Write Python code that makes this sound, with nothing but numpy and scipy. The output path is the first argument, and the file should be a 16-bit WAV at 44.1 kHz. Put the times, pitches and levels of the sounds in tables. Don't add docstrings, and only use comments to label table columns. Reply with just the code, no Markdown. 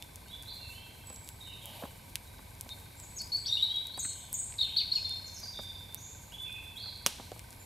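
import sys
import numpy as np
from scipy import signal
from scipy.fft import rfft, irfft, next_fast_len
from scipy.io import wavfile
from scipy.ndimage import map_coordinates

SR = 44100
rng = np.random.default_rng(int(sys.argv[2]) if len(sys.argv) > 2 else 0)


def materialize(psi):
    bounded = np.clip(np.atleast_2d(psi).T, -1, 1)
    quanta = np.round(bounded * 32767).astype(np.int16)
    wavfile.write(sys.argv[1], SR, quanta)


def how_loud(loudness_db):
    steps = np.asarray(loudness_db, float) / 20
    return 10 ** steps


N = 337365


def unit(x):
    return x / np.sqrt(np.mean(x ** 2) + 1e-20)


def along(points, hz):
    f, v = np.transpose(points)
    return np.interp(np.log(hz + 1), np.log(f + 1), v)


def wobble(rate):
    knots = rng.standard_normal(int(N * rate / SR) + 4)
    return map_coordinates(knots, [np.arange(N) * rate / SR])


def filtered(x, response):
    m = next_fast_len(x.shape[-1] + 8192)
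    spectrum = rfft(x, m) * response(np.fft.rfftfreq(m, 1 / SR))
    return irfft(spectrum, m)[..., :x.shape[-1]]


def resonance(f, hz, width):
    return 1j * f * width / (hz * hz - f * f + 1j * f * width + 1e-9)


def panned(x, pan_db):
    return x * how_loud(np.array([[pan_db / 2], [-pan_db / 2]]))


def rush(spectrum, alike):
    def shape(hz):
        turn = np.arccos(np.clip(along(alike, hz), -1, 1)) / 2
        return how_loud(along(spectrum, hz)) * [np.cos(turn), np.sin(turn)]

    mid, side = filtered(rng.standard_normal((2, N)), shape)
    return unit(np.array([mid + side, mid - side]))


def add(mix, x, s):
    start = max(round(s * SR), 0)
    mix[:, start:start + x.shape[1]] += x


def forest(x, spread_db, near_db, stretch):
    # (frequency [Hz], time to fall 60 dB [s])
    decay = [(500, 0.28), (3500, 1.0), (8500, 0.79), (11000, 0.33), (15000, 0.16)]
    tail_share = 0.5
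    hz = np.linspace(0, SR / 2, 65)
    t = np.arange(round(stretch * tail_share * SR / 64)) * 64 / SR
    z = rng.standard_normal((2, len(hz), len(t), 2)) @ [1, 1j]
    late = how_loud(-60 * t / (stretch * along(decay, hz)[:, None]))
    early = how_loud(near_db - 60 * t / 0.096)
    mid, side = signal.istft(z * (late + early), SR, nperseg=128)[1]
    side = how_loud(spread_db) * side
    tail = np.array([mid + side, mid - side]) / np.linalg.norm(mid)
    return signal.oaconvolve(x[None], tail, axes=1)


def night():
    # (frequency [Hz], density [dB per Hz])
    air = [(12, -36), (20, 1.5), (98, 0.5), (344, -13.5), (965, -13.5), (1390, -25.5), (1550, -22),
           (1890, -22), (2290, -13.5), (2860, -26), (3890, -19), (6250, -28), (11900, -22.5),
           (13700, -26.5), (15600, -34), (15900, -55)]
    # (frequency [Hz], density [dB per Hz])
    sap = [(4000, -19), (7000, 5), (11500, 4), (14500, 5), (16000, -16)]
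    # (frequency [Hz], likeness [0-1])
    alike = [(60, 1.0), (150, 0.96), (380, 0.3), (950, 0.079), (2380, 0.32), (5980, 0.93), (15000, 0.98)]
    swells_db = 1.8 * wobble(2.44) + 5.2 * wobble(35)
    sizzle = how_loud(-67.5 + swells_db) * rush(sap, alike)
    return how_loud(-52 + 0.38 * wobble(1.483)) * rush(air, alike) + sizzle


def generator():
    # (multiple of the firing rate, level [dB])
    exhaust = [(3, -64), (4, -56.5), (5, -62)]
    # (frequency [Hz], width [Hz], level [dB])
    panels = [(942, 182, 4), (2224, 570, -8)]
    firing_hz = 23.08
    turns = np.cumsum(firing_hz * (1 + 0.006 * wobble(1.5))) / SR
    tones = sum(how_loud(db + 1.6 * wobble(5)) * np.sin(2 * np.pi * k * turns + k) for k, db in exhaust)
    firings = np.diff(np.floor(turns), prepend=0)
    uneven = 1 + 0.25 * np.sin(np.pi * turns + 1.5)
    taps = firings * uneven * how_loud(2 * wobble(15))
    valve = unit(filtered(taps, lambda f: resonance(f, 1543, 83) ** 2))
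    puff = 0.31 + np.exp(-3 * (turns % 1))
    casing = lambda f: sum(how_loud(db) * resonance(f, hz, w) ** 2 for hz, w, db in panels)
    mid, side = unit(filtered(puff * rng.standard_normal((2, N)), casing))
    clatter = mid + 0.44 * side * [[1], [-1]]
    return tones + how_loud(-70) * valve * [[0.9], [1.1]] + how_loud(-66.5) * clatter


def crackle():
    when, chance = rng.random((900, 2)).T
    size_db = np.minimum(-6 * np.log(1 - chance), 19)
    spikes = np.bincount((when * N).astype(int), how_loud(size_db), N)
    return how_loud(-49.5) * filtered(spikes, lambda f: resonance(f, 8000, 8600) ** 2)


def rustle():
    # (time [s], level [dB])
    rub = [
        (1.55, -100),
        (1.64, -55),
        (1.75, -50.5),
        (1.84, -52),
        (1.9, -61),
        (2.0, -71),
    ]
    # (frequency [Hz], density [dB per Hz])
    cloth = [(250, -39), (550, 0), (900, 0), (1300, -20), (3000, -5), (5600, -19), (9000, -15),
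             (13000, -8.5), (15500, -23)]
    swell = how_loud(np.interp(np.arange(N) / SR, *np.transpose(rub)))
    return swell * how_loud(1.7 * wobble(70)) * rush(cloth, [(500, 0.86), (8000, 0.98)])


def knocks():
    # (time [s], peak level [dB], centre [Hz], left over right [dB])
    contacts = [(1.101, -40.5, 715, -.5), (1.822, -33.5, 686, -3), (1.834, -30, 620, -1),
                (1.852, -36, 780, 2), (2.39, -43.5, 960, -2), (3.976, -36, 880, -1), (4.047, -36, 1774, -3),
                (4.049, -46.5, 300, -1), (2.66, -43, 680, 0), (7.064, -33.5, 620, 1),
                (5.43, -45.5, 850, -3), (5.589, -34, 766, -1), (6.858, -43.5, 865, 0),
                (7.197, -34, 670, -1), (7.317, -31, 640, -2), (7.362, -40.5, 680, 1)]
    mix = np.zeros((2, N + 2 * SR))
    t = np.arange(SR // 8) / SR
    for s, db, hz, pan_db in contacts:
        thud_db = -12.5 - 18 * max(np.log2(hz / 950), 0)
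        blow = 6 * (t == 0) + rng.standard_normal(len(t)) * how_loud(-60 * t / 0.042)
        ring = lambda f: resonance(f, hz, 0.82 * hz) ** 2
        thud = lambda f: how_loud(thud_db + 10.5) * resonance(f, 212, 210) ** 2
        knock = filtered(blow, lambda f: ring(f) - thud(f))
        knock *= how_loud(db - 0.65) / np.abs(knock).max()
        add(mix, panned(knock, pan_db), s + 0.00102)
    return mix[:, :N]


def embers():
    # (time [s], peak level [dB], centre [Hz], relative 2-3 kHz body [dB], left over right [dB])
    snaps = [(.024, -31, 9900, -17.5, -.5), (0.158, -33, 9900, -33, 1), (0.4247, -33, 11100, -27, -3),
             (1.1609, -36, 6500, -40, -3), (1.2889, -27, 11000, -25, -1.5), (1.6566, -26, 12200, -35, 0),
             (2.1556, -17.5, 11700, -18, -2), (2.61, -22, 10600, -36, 1), (2.6908, -35, 8450, -10, -2),
             (3, -35.5, 7960, -35, 3), (3.218, -29.5, 9900, -29, 3), (3.3687, -35, 8020, -29, -3),
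             (3.7622, -35, 11500, -15, -2), (3.87, -29, 12200, -37, -3), (3.975, -33, 11000, -25, 1.5),
             (4.329, -20, 13000, -52, 1.5), (5.945, -20.5, 12900, -32, -2), (7.317, -39.5, 9350, -11, 6),
             (7.3933, -34.5, 9800, -18, 6), (7.5058, -38, 8000, -42, 4)]
    # (time [s], peak level [dB], centre [Hz])
    ticks = [(0.433, -39, 7840), (1.072, -37, 12000), (1.1004, -41, 7890), (2.955, -44.5, 12000),
             (1.2757, -38, 7820), (1.8497, -48, 11500), (2.3838, -50, 4000), (2.8, -39, 12500),
             (3.6094, -41, 9000), (4.1322, -36, 7000), (3.275, -41, 12000), (4.2514, -41, 7700),
             (4.5234, -42.5, 3520), (4.5396, -42, 2980), (5.0942, -32, 11500), (5.402, -35, 10700),
             (5.9244, -41, 12100), (6.5264, -40, 10800), (6.9744, -44, 11400), (7.38, -50, 12600),
             (7.528, -40, 9000)]
    tick_body_db, tick_pan_db = -23, -2
    mix = np.zeros((2, N + 2 * SR))
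    t = np.arange(400) / SR
    air = lambda f: resonance(f, 7500, 27000) ** 2
    for s, db, hz, body_db, pan_db in snaps + [(*row, tick_body_db, tick_pan_db) for row in ticks]:
        burst = (t == 0) + 0.15 * rng.standard_normal(len(t)) * how_loud(-60 * t / 0.002)
        bright = lambda f: resonance(f, hz, 0.91 * hz) ** 2
        body = lambda f: how_loud(body_db + 23) * resonance(f, 2850, 3500) ** 2
        click = filtered(filtered(burst, lambda f: bright(f) - body(f)), air)
        click *= how_loud(db + 5.7) / np.abs(click).max()
        add(mix, panned(click, pan_db), s + 0.00064)
        add(mix, panned(how_loud(-15) * click, pan_db), s + 0.0053)
        add(mix, how_loud(-22) * forest(click, -15, 3.9, 0.58), s + 0.0059)
    return mix[:, :N]


def pop():
    # (time [s], peak level [dB])
    split = (7.063, -7.5)
    # (frequency [Hz], width [Hz], level [dB])
    log = [(218, 280, -2), (960, 410, -1.5), (3300, 1500, 1), (6100, 1700, 0), (10300, 5100, -4)]
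    mix = np.zeros((2, N + 2 * SR))
    s, db = split
    t = np.arange(1500) / SR
    wood = lambda f: sum((-1) ** k * how_loud(g) * resonance(f, hz, w) for k, (hz, w, g) in enumerate(log))
    blow = filtered(1.0 * (t == 0), wood)
    scale = how_loud(db) / np.abs(blow).max()
    # delay [s], blow [dB], splinters [dB]
    for delay, blow_db, splinter_db in [(0, 2.5, -13), (0.006, -40, -20), (0.0107, -24, -43)]:
        splinters = filtered(rng.standard_normal(len(t)) * how_loud(-60 * t / 0.0096), wood)
        crack = how_loud(blow_db) * blow + how_loud(splinter_db) * splinters
        add(mix, panned(scale * crack, -1.5), s + delay)
    add(mix, scale * how_loud(-7) * forest(blow, -13, 2, 1), s + 0.004)
    return mix[:, :N]


def bird(notes, pan_db, direct_db, overtone_db, spread_db, near_db, stretch, warble, warble_hz, ease, second=1):
    mix = np.zeros((2, N + 2 * SR))
    unsteady, flutter = wobble(320), wobble(200)
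    for s, length, first, last, db in notes:
        n = np.arange(round(length * SR))
        now = n + round(s * SR)
        u = n / len(n)
        pitch = last + (first - last) * (1 - u) ** ease
        pitch *= 1 + warble * (np.sin(2 * np.pi * warble_hz * n / SR) + unsteady[now])
        phase = 2 * np.pi * np.cumsum(pitch) / SR
        swell = np.sin(np.pi * u ** 0.66) ** 0.5
        breath = how_loud(1.6 * flutter[now])
        third = 0.75 * np.sin(3 * phase) * (3 * pitch < SR / 2)
        overtones = how_loud(overtone_db) * (second * np.sin(2 * phase) + third)
        note = how_loud(db) * swell * breath * (np.sin(phase) + overtones)
        add(mix, panned(how_loud(direct_db) * note, pan_db), s)
        add(mix, panned(forest(note, spread_db, near_db, stretch), pan_db), s)
    return mix[:, :N]


def far_birds():
    # (time [s], length [s], start [Hz], end [Hz], level [dB])
    whistles = [(0, 0.029, 3360, 3620, -54.5), (.23, 0.059, 4440, 4360, -63),
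                (.265, 0.027, 2760, 3200, -56), (.275, 0.091, 3660, 3930, -51.5),
                (.31, .06, 3287, 3577, -44.5), (.46, 0.063, 3785, 4605, -45), (.48, .16, 3970, 4260, -47.5),
                (.47, 0.073, 3680, 3600, -52), (.625, 0.066, 2684, 2666, -44), (.585, .02, 2740, 2740, -55),
                (.72, 0.15, 2900, 3300, -52.5), (1.04, 0.22, 7920, 7640, -50.5),
                (1.403, 0.032, 3810, 3630, -43.5), (1.428, 0.033, 4100, 3630, -47),
                (1.468, .03, 3840, 3620, -48.5), (1.503, .045, 3950, 3630, -52),
                (1.56, 0.039, 3680, 3630, -55), (1.73, .06, 3020, 2983, -58.5),
                (2.265, 0.025, 3800, 3876, -56), (5.24, 0.055, 7220, 7100, -50.5),
                (5.265, 0.025, 6800, 4800, -49), (5.42, 0.047, 4800, 4670, -38.5),
                (5.62, 0.062, 3663, 3527, -39.5), (6.318, 0.017, 2650, 3500, -44),
                (6.335, 0.036, 3350, 3480, -44), (6.375, 0.12, 3475, 3492, -39.5),
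                (6.455, 0.059, 2680, 2433, -46), (6.53, 0.11, 2500, 2667, -50.5),
                (6.768, 0.031, 3250, 4450, -40), (6.755, 0.061, 3300, 3386, -46),
                (7.59, .055, 7230, 7160, -54)]
    return bird(whistles, pan_db=-3, direct_db=-10, overtone_db=-43, spread_db=-13, near_db=1,
                stretch=1.37, warble=0.006, warble_hz=69.2, ease=1.5)


def trills():
    # (time [s], length [s], start [Hz], end [Hz], level [dB])
    buzzes = [(1.45, 0.12, 3080, 2620, -53), (1.61, 0.074, 3370, 2855, -51.5),
              (1.72, 0.06, 4900, 3500, -58), (4.935, 0.054, 5310, 4830, -44.5),
              (6.445, 0.14, 2506, 2634, -52), (4.62, 0.036, 3500, 2750, -41),
              (4.655, 0.039, 2900, 2160, -52), (4.79, 0.02, 5960, 5600, -52.5),
              (5.335, 0.038, 6650, 6100, -45), (5.36, 0.037, 5520, 5020, -44.5),
              (5.43, 0.053, 5030, 4970, -49), (5.525, 0.065, 3800, 3500, -40.5),
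              (5.78, 0.096, 3540, 3520, -55.5), (5.97, .025, 5630, 7220, -50), (6.0, 0.11, 6620, 6760, -48),
              (6.03, 0.093, 7250, 7350, -52), (5.99, .05, 6100, 6330, -56),
              (6.81, 0.091, 4400, 4050, -40.5), (6.86, 0.095, 4950, 4680, -59),
              (4.922, .03, 4800, 5950, -48), (4.92, .07, 7600, 6500, -52), (4.06, .2, 3050, 3100, -59),
              (4.12, .2, 3750, 3450, -57)]
    return bird(buzzes, pan_db=-3, direct_db=-10, overtone_db=-45, spread_db=-13.5, near_db=-4.5,
                stretch=1.24, warble=0.027, warble_hz=63.8, ease=1.206)


def high_bird():
    # (time after its start [s], length [s], start [Hz], end [Hz], relative level [dB])
    call = [
        (0, .012, 7500, 8650, -13),
        (0.012, 0.017, 8600, 6280, -1.5),
        (0.02, 0.016, 6560, 6590, -0.5),
        (0.053, 0.025, 8360, 8410, -1.5),
        (.06, .035, 7750, 7700, -4.5),
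        (.101, .03, 8380, 7020, -9),
        (0.125, 0.022, 8780, 8600, -16),
    ]
    # (time [s], pitch factor, level [dB])
    calls = [
        (3.975, 1, -31),
        (4.321, 1.015, -30),
    ]
    # (time [s], length [s], start [Hz], end [Hz], level [dB])
    thin = [
        (2.965, 0.025, 7100, 8560, -51),
        (2.99, 0.021, 7880, 7740, -45),
        (3.02, 0.026, 7930, 6350, -47.5),
    ]
    sung = [(s + after, length, k * first, k * last, db + rel_db)
            for s, k, db in calls for after, length, first, last, rel_db in call]
    return bird(thin + sung, pan_db=1.3, direct_db=-6, overtone_db=-17, spread_db=-15, near_db=2.5,
                stretch=0.89, warble=0.015, warble_hz=102.5, ease=1.4)


def near_whistles():
    # (time [s], length [s], start [Hz], end [Hz], level [dB])
    whistles = [(3.7, 0.015, 3816, 3834, -30), (3.735, 0.13, 3833, 3876, -34),
                (3.915, 0.067, 3980, 4800, -48.5), (4.01, 0.14, 4170, 4267, -48),
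                (5.045, 0.018, 4170, 4210, -32.5), (5.07, 0.088, 4260, 4190, -35),
                (5.047, 0.026, 3644, 3580, -37), (5.1, 0.043, 3600, 3650, -36),
                (3.06, 0.227, 7950, 7950, -57.5), (3.37, 0.086, 8020, 7880, -51),
                (3.5, 0.18, 7970, 8030, -61)]
    return bird(whistles, pan_db=2, direct_db=-3.5, overtone_db=-36, spread_db=-12.5, near_db=11,
                stretch=1.05, warble=0.006, warble_hz=78.8, ease=1.32)


def near_song():
    # (time [s], length [s], start [Hz], end [Hz], level [dB])
    glides = [(2.69, 0.0089, 4250, 3730, -46), (2.7, 0.022, 3786, 3660, -43),
              (3.16, 0.039, 6515, 6840, -41), (3.183, 0.011, 6560, 4570, -39),
              (3.319, .016, 4250, 4550, -28), (3.36, .02, 4440, 4780, -32.5), (3.45, .011, 3160, 4350, -41),
              (3.46, 0.011, 4260, 4800, -27.5), (3.463, 0.01, 4700, 5600, -35.5),
              (3.486, 0.02, 3720, 3696, -28), (3.507, 0.041, 3650, 3814, -23),
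              (3.48, 0.0081, 3000, 3800, -39.5), (3.55, 0.054, 3780, 3500, -32.5),
              (3.568, 0.044, 2783, 3160, -41), (3.613, 0.012, 3400, 3860, -30.5),
              (3.695, 0.091, 3186, 3425, -38), (4.582, .007, 4670, 3630, -34.5),
              (4.6, 0.013, 4180, 3650, -31), (4.602, .018, 4250, 4450, -38), (4.622, .03, 4400, 4050, -32),
              (4.626, 0.036, 3760, 3550, -34), (4.755, .011, 3230, 4020, -40),
              (4.764, 0.011, 3900, 4680, -24), (4.775, 0.021, 4686, 3446, -22.5),
              (4.8, 0.027, 4610, 4150, -32.5), (4.917, 0.015, 4090, 4550, -26),
              (4.953, 0.025, 4373, 4208, -23.5), (4.792, .036, 3400, 2110, -47),
              (4.936, .024, 4100, 3100, -43), (4.958, 0.032, 3100, 2430, -44.5)]
    # (time [s], length [s], pitch [Hz], level [dB])
    held = [(2.716, 0.016, 4200, -49), (3.19, 0.11, 4950, -50.5), (3.198, 0.017, 4470, -38),
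            (3.33, 0.036, 4420, -25.5), (3.469, 0.032, 5720, -40.5), (3.539, 0.01, 4180, -29),
            (3.622, 0.026, 3840, -22.5), (3.64, 0.015, 4203, -35), (4.588, 0.017, 3850, -25.5),
            (4.61, 0.011, 3690, -24), (4.623, .008, 5200, -53)]
    notes = glides + [(s, length, hz, hz, db) for s, length, hz, db in held]
    return bird(notes, pan_db=1.5, direct_db=-2.5, overtone_db=-29.5, spread_db=-13.5, near_db=13,
                stretch=1.19, warble=0.01, warble_hz=90.5, ease=1.3, second=0.71)


def scene():
    camp = night() + generator() + crackle() + rustle() + knocks() + embers() + pop()
    birds = far_birds() + trills() + high_bird() + near_whistles() + near_song()
    return camp + birds


def roll_off(x):
    return signal.sosfilt(signal.butter(12, 16990, fs=SR, output="sos"), x)


def record(dry):
    # (frequency [Hz], gain [dB])
    microphone = [(15, -16), (32, -8), (45, 0), (13500, 0), (15700, -7), (16100, -24), (17000, -50)]
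    mix = filtered(dry, lambda f: how_loud(along(microphone, f)))
    return roll_off(mix)


dry = scene()
out = record(dry)
materialize(out)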